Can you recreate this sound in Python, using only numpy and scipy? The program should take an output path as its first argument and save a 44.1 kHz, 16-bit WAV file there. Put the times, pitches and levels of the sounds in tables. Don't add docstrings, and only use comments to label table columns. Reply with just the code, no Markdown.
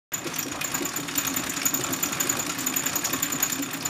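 import sys
import numpy as np
from scipy import signal
from scipy.fft import rfft, irfft
from scipy.io import wavfile
from scipy.ndimage import uniform_filter1d

SR = 44100
rng = np.random.default_rng(int(sys.argv[2]) if len(sys.argv) > 2 else 0)


def inscribe(sig):
    pcm = np.round(np.clip(np.atleast_2d(sig).T, -1, 1) * 32767)
    wavfile.write(sys.argv[1], SR, pcm.astype(np.int16))


def invert_db(x):
    u = np.asarray(x, float) / 20
    return 10 ** u


N = 171549

# (frequency [Hz], width [Hz], level [dB])
IRON_MODES = [(568, 16, 6), (721, 51, 5.5), (1120.5, 18, 9.5), (1360, 154, 10), (1600, 23, -13.5),
              (2480, 180, 6), (3700, 150, 14.5), (4220, 110, -6), (5540, 110, 6.5), (5810, 130, 4)]
# (frequency [Hz], width [Hz], level [dB])
WOOD_MODES = [(96, 8.3, -21), (129, 20.6, -6), (167.4, 27, -5.5), (268.8, 18.5, 2), (298.7, 18.5, -0.5),
              (348.5, 35, -5.5)]
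# (frequency [Hz], level [dB])
REGIONS = [
    [(1200, 0), (2000, -30)],
    [(1000, -30), (1600, 0), (3500, 0), (5000, -30)],
    [(3000, -30), (4200, 0), (7500, 0), (9500, -30)],
    [(6500, -30), (8500, 0)],
]


def level(x, db):
    return x * invert_db(db) / np.sqrt(np.mean(x ** 2))


def colour(x, points, tilt_db=0.):
    octaves = np.log2(np.arange(N // 2 + 1) * SR / N + 1)
    hz, db = np.array(points).T
    gain_db = np.interp(octaves, np.log2(hz), db) + tilt_db * (octaves - 12)
    return irfft(rfft(x) * invert_db(gain_db), N)


def ring(x, modes, flip=-1):
    out = 0
    for k, (hz, width_hz, db) in enumerate(modes):
        b, a = signal.iirpeak(hz, hz / width_hz, fs=SR)
        out = out + flip ** k * invert_db(db) * signal.lfilter(b, a, x)
    return out


def walk(rate_hz):
    k = int(SR / rate_hz)
    return level(uniform_filter1d(uniform_filter1d(rng.standard_normal(N), k), k), 0)


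def bursts(times_s, db, rise_s, fall_s, hold_s=0.):
    t = np.arange(int(.25 * SR)) / SR
    rise = np.sin(np.pi / 2 * np.clip(t / rise_s, 0, 1)) ** 2
    shape = rise * np.exp(-np.maximum(t - rise_s - hold_s, 0) / fall_s)
    spikes = np.zeros(N)
    at = np.clip((times_s * SR).astype(int), 0, N - 1)
    np.add.at(spikes, at, invert_db(db) * (times_s * SR < N))
    return np.maximum(signal.fftconvolve(spikes, shape)[:N], 0)


def band(hz, width_hz):
    mode = [(hz, width_hz, 0)]
    return level(ring(ring(rng.standard_normal(N), mode), mode), -1.0)


def slap(at_s, db, length_s, tilt_db, patchy_db):
    # (frequency [Hz], level [dB])
    contact_colour = [(200, -38.5), (600, -14.5), (1300, 2), (2500, -2.5), (5000, -9), (8000, -11.5),
                      (12000, -18.5), (15500, -28.5)]
    uneven = rng.standard_normal((4, len(at_s)))
    late_s = .002 * rng.standard_normal((4, len(at_s)))
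    out = 0
    for region, u, late in zip(REGIONS, uneven, late_s):
        hit = bursts(at_s - length_s / 2 + late, db + patchy_db * u, .003, length_s / 2, length_s / 2)
        out = out + colour(hit * rng.standard_normal(N), region)
    return colour(out, contact_colour, tilt_db)


def pings(events, gain_db, fall_s, noise_db):
    s, db, hz = np.array(events).T[:, :, None]
    lag = np.arange(int(.05 * SR)) / SR
    rough = uniform_filter1d(rng.standard_normal((len(s), len(lag))), size=24, axis=1) * 5 * invert_db(noise_db)
    envelope = invert_db(db + gain_db) * np.clip(lag / .003, 0, 1) * np.exp(-lag / fall_s)
    grain = envelope * (1 + rough) * np.sin(2 * np.pi * hz * lag)
    out = np.zeros(N + len(lag))
    np.add.at(out, ((s - .001) * SR).astype(int) + np.arange(len(lag)), grain)
    return out[:N]


def table_top(effort):
    # (time [s], level [dB])
    thumps = [(0.121, -33), (0.257, -36), (0.46, -33.5), (0.588, -43), (0.654, -33), (0.757, -37),
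              (0.809, -33), (1.154, -29.5), (1.24, -27.5), (1.371, -26), (1.465, -27), (1.551, -30),
              (1.638, -27.5), (1.741, -27), (1.795, -28), (1.906, -20), (2.039, -33.5), (2.209, -26.5),
              (2.266, -34), (2.369, -27), (2.469, -29), (2.587, -31), (2.68, -32), (2.73, -38),
              (2.969, -30), (3.126, -28), (3.155, -54), (3.235, -29.5), (3.34, -33.5), (3.413, -36),
              (3.516, -30), (3.59, -32), (3.637, -27.5), (3.688, -42), (3.737, -34), (3.803, -28)]
    s, db = np.array(thumps).T
    push = bursts(s - .004, db, rise_s=.006, fall_s=.007, hold_s=.027)
    board_hz = 272.2 * (1 + .032 * walk(39.5))
    board = invert_db(-7) * push * np.sin(2 * np.pi * np.cumsum(board_hz) / SR)
    boom = level(ring(push * rng.standard_normal(N), WOOD_MODES), -45.5)
    rumble = level(ring(rng.standard_normal(N), WOOD_MODES), -39)
    return board + boom + effort * rumble


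def rattle(turns):
    # (frequency [Hz], level [dB])
    gear_colour = [(40, -7), (150, 1), (480, -5.5), (1300, -1), (4900, -12.5), (7700, -15), (13000, -26),
                   (15500, -30)]
    contacts_per_s, spread_db = 9000, 1
    cycle_db, peak_turn = .5, .074
    together_db = 1 * walk(54) + cycle_db * np.cos(2 * np.pi * (turns - peak_turn))
    bed = 0
    for region in REGIONS:
        hits = (rng.random(N) < contacts_per_s / SR) * rng.standard_normal(N)
        clicks = hits * invert_db(spread_db * rng.exponential(1, N))
        bed = bed + colour(clicks * invert_db(together_db + 2 * walk(19.6)), region)
    bed = colour(bed, gear_colour)
    return level(bed + invert_db(-4.5) * ring(bed, IRON_MODES, .73), -35.5)


def treadle(t):
    # (time [s], level [dB], pitch [Hz])
    swings = [(0.255, -23, 345), (0.457, -26, 283), (0.808, -22, 350), (0.989, -24, 291), (1.309, -25, 288),
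              (1.467, -29, 269), (1.789, -23.5, 363), (1.908, -24.5, 310), (2.241, -25.5, 369),
              (2.367, -22, 283), (2.682, -25, 272), (2.86, -26.5, 280), (3.127, -25.5, 358),
              (3.332, -25, 264), (3.59, -24, 283), (3.736, -25, 291)]
    s, db, hz = np.array(swings).T
    t60_s = .08
    knock = bursts(s - .006, db - 6, rise_s=.008, fall_s=t60_s / np.log(1000), hold_s=.012)
    pitch_hz = hz[np.clip(np.searchsorted(s, t) - 1, 0, None)] * (1 + .0273 * walk(61.5))
    boom = ring(knock * rng.standard_normal(N), WOOD_MODES + [(538, 180, -9.5)])
    boom = level(boom, 0) * np.std(knock) * invert_db(-4.5)
    return knock * np.sin(2 * np.pi * np.cumsum(pitch_hz) / SR) + boom


def lever_knocks():
    # (time [s], level [dB], pitch [Hz])
    knocks = [(0.1209, -23, 2280), (0.133, -20.5, 1945), (0.21, -26, 2520), (0.3608, -23, 2770),
              (0.5938, -22, 1310), (0.6163, -11.5, 2460), (0.6455, -15.5, 1142), (0.7482, -14.5, 1620),
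              (0.939, -16, 1110), (1.0832, -23, 2446), (1.1565, -21, 3630), (1.2483, -19, 2480),
              (1.3436, -16.5, 1127), (1.4409, -16, 1146), (1.4668, -15, 1685), (1.617, -14, 2290),
              (1.6575, -17, 1360), (1.734, -18, 1118), (1.8429, -18, 1360), (2.036, -20, 1360),
              (2.1183, -22, 1360), (2.2076, -15.5, 1360), (2.271, -20, 1131), (2.3527, -14, 1110),
              (2.4935, -20, 1340), (2.5547, -18, 1773), (2.5793, -19, 1120), (2.6453, -22, 1130),
              (2.6707, -20, 1495), (2.7398, -16, 2404), (2.7674, -20, 1561), (2.8367, -17, 1115),
              (2.938, -18, 1360), (2.9629, -30, 1800), (3.0345, -14, 1660), (3.137, -13.5, 1100),
              (3.2028, -17, 1122), (3.3016, -20, 1370), (3.329, -22, 1580), (3.4043, -18, 980),
              (3.4338, -15.5, 1490), (3.499, -21.5, 2370), (3.7096, -23, 2520), (3.7306, -19, 1767),
              (3.8571, -37, 1120)]
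    return pings(knocks, gain_db=-8, fall_s=.005, noise_db=0)


def bobbin_chinks():
    # (time [s], level [dB], pitch [Hz])
    chinks = [(0.1199, -42, 6400), (0.3402, -25, 6220), (0.3618, -33, 5850), (0.4272, -25, 5730),
              (0.89, -26, 5920), (1.1115, -28, 5460), (1.6157, -25, 5460), (1.6642, -23, 6000),
              (2.0566, -23, 5850), (2.9559, -26, 5980), (3.0553, -18.5, 5810), (3.2353, -37, 5470),
              (3.5289, -29, 5400), (3.8075, -26.5, 5100)]
    return pings(chinks, gain_db=-1, fall_s=.0056, noise_db=3)


def clacks(start_s, turn_s, force_db):
    # (time [s], level [dB])
    ticks = [(0.2483, -31), (0.3634, -22.5), (0.487, -29), (0.6156, -20), (0.7196, -26), (0.828, -25),
             (0.9409, -27.5), (1.0522, -46), (1.1605, -19), (1.2526, -19), (1.3444, -23.5),
             (1.4407, -23), (1.541, -23.5), (1.6336, -24), (1.7168, -36), (1.814, -22),
             (1.9097, -27.5), (2.0094, -27.5), (2.0967, -29),
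             (2.1794, -30), (2.275, -22), (2.3698, -22), (2.4689, -22), (2.5573, -30.5),
                  (2.646, -27.5), (2.742, -22.5), (2.8383, -24.5), (2.936, -23), (3.0224, -26),
                  (3.1083, -23), (3.204, -25.5), (3.305, -24.5), (3.406, -21.5), (3.5006, -19.5),
                  (3.5935, -26.5), (3.7125, -26.5), (3.8265, -26)]
    # (place in turn [0-1], level [dB], length [s], tilt [dB/octave])
    slaps = [
        (0.084, -31.5, 0.015, 2.3),
        (0.338, -34, 0.0073, 3),
        (0.604, -34.5, 0.0052, 2),
    ]
    s, tick_db = np.array(ticks).T
    out = slap(s - .002, tick_db - 5.5, length_s=.0071, tilt_db=4.5, patchy_db=1)
    for place, db, length_s, tilt_db in slaps:
        scatter_db = 1 * rng.standard_normal(len(start_s))
        out = out + slap(start_s + place * turn_s, db + force_db + scatter_db, length_s, tilt_db, patchy_db=2)
    return invert_db(9) * (out + invert_db(-5.5) * ring(out, IRON_MODES, .96))


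def late_squeaks():
    # (time [s], level [dB], pitch [Hz])
    saved = [
        (1.4945, -27, 7000),
        (2.606, -28.5, 7160),
    ]
    tone = pings(saved, gain_db=2.4, fall_s=.011, noise_db=3)
    octave = pings(np.array(saved) * [1, 1, 2], gain_db=-1, fall_s=.0056, noise_db=3)
    return tone + octave


def squeak(t, start_s, turn_s, db, octave_db, hz):
    # (frequency [Hz], level [dB])
    race_edges = [(6000, -12), (6600, 0), (7300, 0), (7650, -20)]
    race_hz, squeak_s, sag_hz_per_s, wobble_hz, flutter_db = 6955, .012, 9400, 140, 3.5
    k = np.clip(np.searchsorted(start_s - .004, t) - 1, 0, None)
    since_s = t - start_s[k]
    falling_hz = hz[k] - sag_hz_per_s * (since_s - squeak_s / 2)
    pitch_hz = np.where(since_s < 1.5 * squeak_s, falling_hz, race_hz)
    phase = 2 * np.pi * np.cumsum(pitch_hz + wobble_hz * walk(400)) / SR

    back_s, back_db = start_s + .339 * turn_s, db - 12
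    low = bursts(start_s - .004, db + 1.0, .0096, .0052, .0032)
    low = low + bursts(back_s - .004, back_db, .0035, .0024, .014)
    high = bursts(start_s - .0034, db + octave_db, .0022, .0011, .0091)
    high = high + bursts(back_s - .004, back_db + octave_db - 2.5, .0034, .0035, .0072)
    drag = bursts(start_s, db - 16, .012, .029)

    rasp = band(race_hz, 600)
    tone = low * (invert_db(flutter_db * walk(370)) * np.sin(phase) + invert_db(-7) * rasp) + drag * rasp
    octave = invert_db(flutter_db * walk(380)) * np.sin(2 * phase) + invert_db(-4) * band(2 * race_hz, 1100)
    return invert_db(-6) * colour(tone, race_edges) + invert_db(-3) * high * octave


def room(x):
    t60_s, treble_t60_s, tail_db = .35, .17, -8.5
    lag = np.arange(int(.4 * SR)) / SR
    air = rng.standard_normal(len(lag)) * np.clip(lag / .0098, 0, 1)
    soft = signal.sosfilt(signal.butter(4, 9500, fs=SR, output="sos"), air)
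    tail = soft * invert_db(-60 * lag / t60_s) + (air - soft) * invert_db(-60 * lag / treble_t60_s)
    tail = tail / np.sqrt(np.sum(tail ** 2))
    return x + invert_db(tail_db) * signal.fftconvolve(x, tail)[:N]


def scene():
    # (time [s], squeak level [dB], octave re squeak [dB], pitch [Hz])
    stitches = [(0.1376, -19, -9, 6960), (0.2634, -39, -9, 6646), (0.387, -18.5, -6, 7030),
                (0.5146, -26.5, -23, 6810), (0.6423, -17, -11, 7150), (0.7434, -17, -8, 7050),
                (0.8522, -18.5, -9, 6900), (0.963, -19.5, -5.5, 7090), (1.0776, -26.5, -21, 6780),
                (1.1789, -13.5, -7.5, 7050), (1.27, -17, -9.5, 6690), (1.3635, -15.5, -8.5, 7085),
                (1.4606, -28, -12, 7090), (1.5648, -21.5, -18, 6880), (1.6562, -12.5, -8, 6810),
                (1.7423, -14, -6.5, 6910), (1.8358, -21, -17, 6946), (1.929, -16.5, -7, 7040),
                (2.029, -14.5, -5, 7070),
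                (2.1238, -22, -13, 6790), (2.2021, -14.5, -8, 6870), (2.294, -15, -7, 6830),
                     (2.392, -15.5, -11, 7050), (2.4928, -20, -16, 6790), (2.5827, -28.5, -4, 7120),
                     (2.665, -15.5, -8.5, 7070), (2.763, -13, -8, 6955), (2.8601, -15, -11, 7090),
                     (2.9569, -17, -4.5, 6810), (3.0436, -15.5, -9.5, 6840), (3.1297, -18.5, -7, 7030),
                     (3.226, -17, -7, 7040), (3.322, -16, -11, 7080), (3.4271, -13, -11, 6840),
                     (3.521, -16, -9, 7180), (3.6232, -21.5, -9, 7300), (3.7334, -22.5, -8, 7260),
                     (3.8528, -18.5, -10.5, 7020)]
    # (time [s], effort [dB])
    effort_curve = [(.13, -37.5), (.2, -37.5), (.32, -35.5), (.55, -36.5), (1.0, -34), (1.5, -34),
                    (2.0, -33), (2.5, -33.5), (3.05, -34), (3.45, -35), (3.68, -37), (3.89, -34)]
    t = np.arange(N) / SR
    start_s, db, octave_db, hz = np.array(stitches).T
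    turn_s = np.append(np.diff(start_s), .118)
    effort_s, effort_db = np.array(effort_curve).T
    effort = invert_db(np.interp(t, effort_s, effort_db) + 33.5)
    force_db = np.interp(start_s, effort_s, effort_db) + 35 + .044 * (db + 16)

    gears = effort * rattle(np.interp(t, start_s, np.arange(len(start_s))))
    near = treadle(t) + lever_knocks() + bobbin_chinks() + late_squeaks()
    near = near + squeak(t, start_s, turn_s, db, octave_db, hz)
    return (table_top(effort) + gears + room(clacks(start_s, turn_s, force_db)) + room(near))[None]


def band_limit(x):
    return signal.sosfilt(signal.butter(12, 15980, fs=SR, output="sos"), x)


def record(dry):
    start_s, top_hz, bass_hz = .1195, 15250, 50
    x = signal.sosfilt(signal.ellip(10, .2, 80, top_hz, fs=SR, output="sos"), dry)
    x = signal.sosfilt(signal.butter(3, bass_hz, "high", fs=SR, output="sos"), x)
    mix = x * (np.arange(N) / SR > start_s)
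    return band_limit(mix)


dry = scene()
out = record(dry)
inscribe(out)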